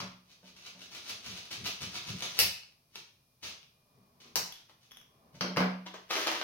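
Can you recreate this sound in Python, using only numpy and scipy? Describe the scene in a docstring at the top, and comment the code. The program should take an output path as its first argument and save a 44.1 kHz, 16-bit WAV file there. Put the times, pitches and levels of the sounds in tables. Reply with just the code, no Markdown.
"""A wooden desk in a bare, ringing room, heard by a camera's two microphones from slightly left of centre.
Metal tweezers scratch at a plastic blister card (stick-slip clicks and hiss) until the blister snaps (short coloured
bursts) and a button cell comes free. The cell ticks (brief dying sines), tweezers and hand knock on the desk (dulled
bursts and a humming top), sleeve and card rub and the card slides off its paper (more stick-slip), over room air,
a thin whine and cloth. Table levels are at the source, before the gains of straight path and room."""
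import sys
import numpy as np
from scipy import signal
from scipy.fft import rfft, irfft
from scipy.io import wavfile

SR = 44100
rng = np.random.default_rng(int(sys.argv[2]) if len(sys.argv) > 2 else 0)


def log_audio(samples):
    """Write samples as a 16-bit WAV file to the path given in sys.argv[1]."""
    # one column per channel
    frames = np.atleast_2d(samples).T
    # limit to full scale, then quantise
    limited = np.clip(frames, -1, 1)
    pcm = np.round(limited * 32767).astype(np.int16)
    wavfile.write(sys.argv[1], SR, pcm)


N = 283713
TIME = np.arange(N) / SR

FIRM_DB, STROKE_S = -35, .028  # level of a firm stroke, and the sum of its rise and fall time constants
LINGER_DB = 24  # a stroke this much lighter takes twice as long
FIRM_TREBLE_DB, FIRM_BODY_DB, BODY_PER_DB = -1.5, 0, 0.08  # colour of a firm stroke; lighter ones sound thinner


def scrape(peak_s, level_db, swell):
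    """One stroke: firm ones are short and full, light ones long and thin."""
    length = STROKE_S * 2 ** ((FIRM_DB - level_db) / LINGER_DB)
    swell = np.clip(swell, .02, .98)
    body_db = FIRM_BODY_DB + BODY_PER_DB * (level_db - FIRM_DB)
    return peak_s, level_db, swell * length, (1 - swell) * length, FIRM_TREBLE_DB, body_db


# Strokes of the tweezer tip on the blister, and at 5.347 a faint rub as sleeve or hand lands:
# peak_s, level_db, swell_share (part of the stroke spent rising, 0-1)
SCRAPES = [(0.004, -37.5, 0.89), (0.32, -58, 0.66), (0.48, -54, 0.68), (0.561, -53, 0.02),
           (0.667, -44.5, 0.71), (0.813, -46.5, 0.44), (0.926, -45.5, 0.18), (0.952, -44, .45),
           (1.1, -36, 0.86), (1.255, -40, 0.43), (1.31, -44.5, .5), (1.375, -42, 0.66), (1.514, -36, .15),
           (1.655, -31.5, 0.26), (1.822, -35, 0.46), (1.958, -35, 0.62), (2.095, -37, 0.77),
           (2.226, -31.5, .25), (2.385, -34, .7), (2.96, -44.5, 0.4), (3.436, -37.5, 0.18),
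           (3.475, -45.5, 0.4), (4.202, -54, .02), (4.56, -57.5, .45), (4.811, -64, 0.02),
           (5.347, -58, 0.17)]
# Colour of the scratched plastic, also given to the faint rub: pitch_hz, level_db
BLISTER_COLOUR = [(60, -44), (200, -11), (350, -9.5), (800, -8.5), (1200, -5), (1800, -7.5), (2400, -2),
                  (3500, -0.5), (5000, -2), (6300, -3.5), (7300, -15.5), (10000, -16.5), (13000, -20),
                  (16000, -18.5)]
# The blister crinkles more and more until it gives way
GIVE_S, STRAIN_DB, STRAIN_DB_PER_S = 2.39, -52.5, 5
GRIP_S, GRIP_RISE_S = 0.47, .6  # the tip finds its hold and takes up the strain


def scraping():
    """The tip slips and sticks along the blister, which crinkles under strain; later sleeve or hand rubs faintly."""
    strokes = [scrape(*row) for row in SCRAPES]
    rasp = friction(strokes, BLISTER_COLOUR, slips_per_s=550, spread_db=4, hiss=0.17)
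    grip = np.clip((TIME - GRIP_S) / GRIP_RISE_S, 0, 1) * (TIME < GIVE_S)
    strain = grip * amp(STRAIN_DB + STRAIN_DB_PER_S * (TIME - GIVE_S))
    crinkle = ring(slips(N, per_s=98, spread_db=4.0) * strain, colour(BLISTER_COLOUR))
    return heard(rasp + crinkle, -3.4, 0.71)


# Plastic snapping: start_s, level_db (energy), room_db (room against straight path)
SNAPS = [(0.949, -20.5, 0.5), (1.095, -17, 8), (1.513, -19.5, 4), (1.663, -13.5, 8.5), (2.207, -17, -2.5),
         (2.256, -22.5, -1), (2.373, -20.5, -1.5), (2.3901, 7.5, 2), (2.3915, -8.5, 1), (2.3987, -2.5, 2),
         (2.401, 0.5, 6.5), (2.4083, -4, -2.5), (2.5, -20, -24), (2.635, -31, -5), (2.724, -42, -11),
         (2.957, -18, -5), (3.63, -33.5, 0.5)]
# Colour of the snapping plastic: pitch_hz, level_db
SNAP_COLOUR = [(60, -33), (300, -17), (600, -13), (1900, -10), (2600, 0), (3300, -2), (4800, -.5),
               (6100, -5), (7400, -14), (9500, -11), (13300, -8), (16000, -10)]
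# The cell springing out of its pocket: start_s, level_db (energy), room_db
POPS = [(4.3575, 3, 1.5), (4.368, -12, -2), (4.377, -24, 5)]
# Colour of the emptied pocket: pitch_hz, level_db
POCKET_COLOUR = [(60, -28), (300, -13), (550, -7), (900, -3), (1300, -12), (1900, -14), (3000, -4),
                 (4300, 1), (5900, 1), (7400, -15), (16000, -12)]
BRIGHT_PER_DB = .5  # dB of treble gained for each dB of snap energy


def snapping(snaps, spectrum, treble_db):
    """The blister buckles and tears, brighter the harder; snaps that face away are heard mostly through the room."""
    near, far = np.zeros(N), np.zeros(N)
    for start_s, level_db, room_db in snaps:
        plastic = colour(spectrum, treble_db + BRIGHT_PER_DB * level_db)
        snap = amp(level_db) * signal.fftconvolve(contact(fall=.001, grit=.5), plastic)
        add(near, start_s, snap)
        add(far, start_s, amp(room_db) * snap)
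    return direct(near) + room(far)


# Hands bearing down hard on the card: peak_s, level_db
PUSHES = [(0.024, -46.5), (1.29, -48), (1.61, -45), (1.833, -43), (2.104, -37), (2.416, -44), (3.98, -62),
          (4.371, -49.5), (5.35, -53.5), (5.6, -45)]
# Colour of the dull thud: pitch_hz, level_db
THUD_COLOUR = [(25, -29.5), (50, -18.5), (75, -4), (130, 1), (190, -1), (260, -19), (450, -19.5),
               (900, -38.5), (3000, -96)]
PUSH_RISE_S, PUSH_FALL_S = .018, .027
LEAN_DB, LEAN_LAG_S = -21, .012  # every stroke in SCRAPES also leans on card or desk, this much weaker and later


def pushing():
    """Low noise thuds as the hands bear down on card and desk, and a light one under every stroke in SCRAPES."""
    out = np.zeros(N)
    leans = [(peak_s + LEAN_LAG_S, level_db + LEAN_DB) for peak_s, level_db, _ in SCRAPES]
    for peak_s, level_db in list(PUSHES) + leans:
        start_s, force = stroke(peak_s, PUSH_RISE_S, PUSH_FALL_S)
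        thud = ring(rng.standard_normal(len(force)), colour(THUD_COLOUR))
        add(out, start_s, amp(level_db) * under(force, thud))
    return heard(out, 0.0064, 0.067)


# The button cell touching tweezers and desk: start_s, level_db (energy)
TICKS = [(4.5239, -19.5), (4.9106, -31), (4.9183, -25), (4.9621, -35.5), (4.971, -24), (5.014, -31.5)]
# Ringing modes of the cell: pitch_hz, level_db, t60_s
CELL_MODES = [(3330, 0, .012), (5700, 0, .0025), (11400, 1, .0012), (13500, -4, .001)]


def ticking():
    """The small metal cell rings very briefly at each touch."""
    force, body = np.zeros(N), modes(CELL_MODES)
    for start_s, level_db in TICKS:
        add(force, start_s, amp(level_db) * contact(fall=0.00083, grit=0.55))
    ringing = ring(force, body / np.linalg.norm(body))
    return heard(ringing + 0.052 * force, 0, -0.5)


# Blows on the desk: start_s, level_db (energy), corner_hz (higher is harder), ring_db (drive of the desk top)
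KNOCKS = [(0.003, -14, 550, -46), (0.017, -19, 490, -39.5), (0.431, -37.5, 400, -53.5),
          (0.749, -40, 400, -54), (4.358, -11.5, 2500, -58), (5.347, -37, 2513, -51),
          (5.41, -7.5, 900, -33), (5.443, -9.5, 700, -48), (5.497, -18, 500, -38.5),
          (5.563, -9.5, 5000, -49), (5.571, 1, 2800, -26.5), (5.578, -4, 1500, -31.5),
          (5.605, 0.5, 900, -25), (5.626, -10, 590, -52)]
# Colour of the clack, before the corner dulls it: pitch_hz, level_db
WOOD_COLOUR = [(40, -32), (130, -7), (330, -5), (470, -1), (700, -3), (900, 0), (1500, 1), (2200, 0),
               (3000, -6), (5500, -11), (7400, -22), (16000, -12)]
# Humming modes of the desk top: pitch_hz, level_db, t60_s
DESK_MODES = [(184.5, -1, 0.6), (254, -10.5, 0.48), (377, -55, 0.13), (512, -53, 0.073), (573, -11, 0.3),
              (611.3, -9.5, 0.25), (694, -12.5, 0.29), (902, -13, 0.36), (1200, -46, 0.15),
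              (1524, -16.5, 0.26)]


def knocking():
    """Each blow gives a wooden clack and sets the desk top humming."""
    clack, push = np.zeros(N), np.zeros(N)
    for start_s, level_db, corner_hz, ring_db in KNOCKS:
        wood = colour(WOOD_COLOUR, corner_hz=corner_hz)
        add(clack, start_s, amp(level_db) * signal.fftconvolve(contact(fall=0.0013, grit=0.99), wood))
        add(push, start_s, amp([ring_db]))  # a single-sample push
    onset = 1 - np.exp(-TIME[:SR] / 0.0036)
    hum = ring(push, modes(DESK_MODES) * onset)
    return heard(clack, -3.5, 0.48) + hum * amp([[-1.2], [.6]])


# Tweezers clattering on card and desk: start_s, level_db (energy)
CLATTER = [(0.004, -14.5), (5.4096, -5), (5.414, -22), (5.437, -35), (5.465, -25), (5.57, -10)]
# Colour of the tweezers: pitch_hz, level_db
TWEEZERS_COLOUR = [(100, -28), (900, -6), (1800, -9), (2600, 0), (3500, -3), (4700, 1), (5900, -2),
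                   (7400, -27), (16000, -23)]


def clattering():
    """The tweezers strike card and desk: gritty contacts coloured by the metal."""
    force = np.zeros(N)
    for start_s, level_db in CLATTER:
        add(force, start_s, amp(level_db) * contact(fall=0.0024, grit=0.7))
    return heard(ring(force, colour(TWEEZERS_COLOUR)), -0.7, 2.6)


# Light rubs of sleeve and card: a sleeve rustle, soft card taps, then card edges catching on the paper:
# peak_s, level_db, treble_db
RUBS = [(4.695, -57, 0), (5.864, -42, -7), (5.941, -42.5, -7), (5.96, -50.5, -7), (6.105, -29.5, -1),
        (6.157, -30, -3), (6.272, -26.5, -1), (6.315, -34.5, 2), (6.35, -34, -5), (6.415, -33, -13)]
# Colour shared by the rubs and the drag: pitch_hz, level_db
CARD_COLOUR = [(80, -29), (200, -19), (330, -2), (480, -5), (650, -3), (1150, -0.5), (1600, -2.5),
               (3100, -1.5), (5000, -4.5), (6300, -7), (7400, -20), (16000, -20)]
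RUB_RISE_S, RUB_FALL_S, RUB_BODY_DB = .003, .013, 3.5
DRAG_S, DRAG_RISE_S, DRAG_FALL_S, DRAG_DB = 6.125, .012, .2, -36  # the long pull of the card off the paper


def sliding():
    """A sleeve rustles, the card taps softly, then catches on the paper and is dragged off it: all as stick-slip."""
    strokes = [(peak_s, level_db, RUB_RISE_S, RUB_FALL_S, treble_db, RUB_BODY_DB)
               for peak_s, level_db, treble_db in RUBS]
    strokes.append((DRAG_S, DRAG_DB, DRAG_RISE_S, DRAG_FALL_S, 0, 0))
    return heard(friction(strokes, CARD_COLOUR, slips_per_s=800, spread_db=4.5, hiss=0.22), 1.0, 1.0)


# Sleeves brushing as the arms move: peak_s, level_db, swell_s (time constant of rise and of fall)
BRUSHES = [(1.2, -67.5, 1), (3.98, -70.5, 0.22), (4.27, -64, 0.073), (5.25, -65.5, 0.25)]
# Colour of the cloth: pitch_hz, level_db
CLOTH_COLOUR = [(60, -20), (185, 0), (280, -10), (620, -8), (850, -12), (1180, -7), (1500, -22),
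                (4000, -30), (8000, -45)]


def brushing():
    """Cloth noise swells and fades with each arm movement, heard only through the room."""
    motion = sum(amp(level_db) * np.exp(-abs(TIME - peak_s) / swell_s) for peak_s, level_db, swell_s in BRUSHES)
    return room(ring(rng.standard_normal(N), colour(CLOTH_COLOUR)) * motion)


WHINE_HZ, WHINE_DB, WHINE_WIDTH_HZ = 2423, -86, 10


def whining():
    """A thin steady sine whose level wavers at random, separately at each microphone."""
    smoothing = [1, -np.exp(-np.pi * WHINE_WIDTH_HZ / SR)]
    waver = evened(signal.lfilter([1], smoothing, rng.standard_normal((2, N))))
    return amp(WHINE_DB) * evened((1 + 0.41 * waver) * np.sin(2 * np.pi * WHINE_HZ * TIME))


# Colour of the still room air: pitch_hz, level_db
AIR_COLOUR = [(25, -9.5), (130, 5.5), (200, -3), (300, -11), (600, -12), (1200, -14.5), (1800, -20.5),
              (5500, -12.5), (7500, -24.5), (10000, -16), (16000, -18)]
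AIR_DB = -71


def room_air():
    """Steady coloured noise reaching the microphones from all sides."""
    noise = [ring(rng.standard_normal(N), colour(AIR_COLOUR)) for _ in range(2)]
    return amp(AIR_DB) * diffuse(np.array(noise))


MIC_GAP_M = 0.18


def diffuse(pair):
    """Sound from all sides: the two microphones agree only on long waves."""
    a, b = rfft(pair)
    same = np.sinc(2 * np.fft.rfftfreq(pair.shape[1], 1 / SR) * MIC_GAP_M / 343)  # 343 m/s
    return irfft([a, same * a + np.sqrt(1 - same ** 2) * b], pair.shape[1])


LAG_SAMPLES = 4  # the right microphone hears the desk this much later


def direct(x, right_db=-3.5):
    """The straight path reaches the left microphone first, and louder."""
    return np.array([x, amp(right_db) * np.pad(x, (LAG_SAMPLES, 0))[:N]])


# Decay of the bare room: pitch_hz, t60_s
ROOM_DECAY = [(100, .37), (400, .41), (1000, .43), (2800, .45), (5000, .44), (8000, .37), (15000, .28)]


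def room(x, build=0.0012, density=.25):
    """Reflections swell within milliseconds and grow denser, and each band dies at its own speed."""
    crowding = density + 4 * TIME[:SR]
    taps = rng.standard_normal((2, SR)) * (rng.random(SR) < crowding)
    hz, t, bands = signal.stft(diffuse(taps), SR, nperseg=256)
    decay = amp(-60 * t / read(ROOM_DECAY, hz)[:, None])
    tail = signal.istft(bands * decay, SR, nperseg=256)[1][:, :SR]
    # Sparse early taps are raised to keep the level even
    tail = tail * (1 - np.exp(-TIME[:SR] / build)) / np.sqrt(np.minimum(crowding, 1))
    return signal.oaconvolve(x[None], tail / np.linalg.norm(tail[0]), axes=1)[:, :N]


def heard(x, direct_db, room_db):
    """Straight path plus room."""
    return amp(direct_db) * direct(x) + amp(room_db) * room(x)


def friction(strokes, spectrum, slips_per_s, spread_db, hiss):
    """Slips over a fine hiss, under each stroke (peak_s, level_db, rise_s, fall_s, treble_db, body_db)."""
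    out = np.zeros(N)
    for peak_s, level_db, rise_s, fall_s, treble_db, body_db in strokes:
        start_s, force = stroke(peak_s, rise_s, fall_s)
        drive = slips(len(force), slips_per_s, spread_db) + hiss * rng.standard_normal(len(force))
        rub = signal.fftconvolve(under(force, drive), colour(spectrum, treble_db, body_db))
        add(out, start_s, amp(level_db) * rub)
    return out


def slips(size, per_s, spread_db):
    """Stick and slip: tiny clicks of uneven size and sign, rms 1."""
    height = amp(spread_db * np.minimum(rng.exponential(1, size), 3)) * rng.choice([-1, 1], size)
    return evened(height * (rng.random(size) < per_s / SR))


def stroke(peak_s, rise_s, fall_s):
    """Start time and force of a stroke that swells exponentially up to its peak and lets go."""
    t = np.arange(max(peak_s - 5 * rise_s, 0), peak_s + 5 * fall_s, 1 / SR) - peak_s
    return peak_s + t[0], np.exp(np.minimum(t / rise_s, -t / fall_s))


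def under(force, drive):
    """Shapes a random drive by a force, keeping the energy of the force."""
    return evened(force * drive) * np.sqrt(np.mean(force ** 2))


def contact(fall, grit):
    """One blow of energy 1: a sharp push, then a moment of chatter."""
    t = TIME[:SR // 20]
    chatter = rng.standard_normal(len(t)) * np.exp(-t / fall)
    force = grit * chatter / np.linalg.norm(chatter)
    force[0] = 1
    return force / np.linalg.norm(force)


def modes(table):
    """Sum of dying sines."""
    t = TIME[:SR]
    return sum(amp(level_db - 60 * t / t60_s) * np.sin(2 * np.pi * pitch_hz * t)
               for pitch_hz, level_db, t60_s in table)


def colour(points, treble_db=0, body_db=0, corner_hz=None, size=4096):
    """Causal response of energy 1 with the given spectrum, shelved at both ends or dulled above a corner."""
    hz = abs(np.fft.fftfreq(size, 1 / SR))
    treble = treble_db / (1 + (7000 / (hz + 1)) ** 6)
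    body = body_db / (1 + (hz / 1600) ** 4)
    db = read(points, hz) + treble + body
    if corner_hz:
        db = db - 10 * np.log10(1 + (hz / corner_hz) ** 2)
    log_gain = np.log(amp(np.maximum(db, -100)))
    minimum_phase = np.exp(signal.hilbert(log_gain).conj())
    response = np.fft.ifft(minimum_phase).real[:size // 2]
    return response / np.linalg.norm(response)


def ring(x, response):
    """Plays x through a response."""
    return signal.oaconvolve(x, response)[:len(x)]


def read(points, hz):
    """Joins (pitch_hz, value) points on a log-frequency axis."""
    f, value = np.transpose(points)
    return np.interp(np.log(hz + 1), np.log(f + 1), value)


def amp(db):
    """Decibels to gain."""
    return 10 ** (np.asarray(db) / 20)


def evened(x):
    """Scales to rms 1."""
    return x / np.sqrt(np.mean(x ** 2) + 1e-20)


def add(mix, start_s, sound):
    """Mixes a sound in at its start time."""
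    part = mix[max(round(start_s * SR), 0):][:len(sound)]
    part += sound[:len(part)]


def scene():
    """Everything at the desk and the room behind it, slightly left of centre."""
    pops = snapping(POPS, POCKET_COLOUR, treble_db=4)
    prying = scraping() + snapping(SNAPS, SNAP_COLOUR, treble_db=0.0) + pops + pushing()
    clearing = ticking() + knocking() + clattering() + sliding()
    background = brushing() + whining() + room_air()
    return (prying + clearing + background) * amp([[.25], [-.25]])


EDGE_HZ = 16150


def record(dry, ceiling=1.0):
    """The sharpest peaks are rounded off; then the camera's band limit removes the highest treble."""
    rounded = ceiling * np.tanh(dry / ceiling)
    lowpass = signal.firwin(255, EDGE_HZ, window=("kaiser", 9), fs=SR)
    return signal.oaconvolve(rounded, lowpass[None], "same")


dry = scene()
out = record(dry)
log_audio(out)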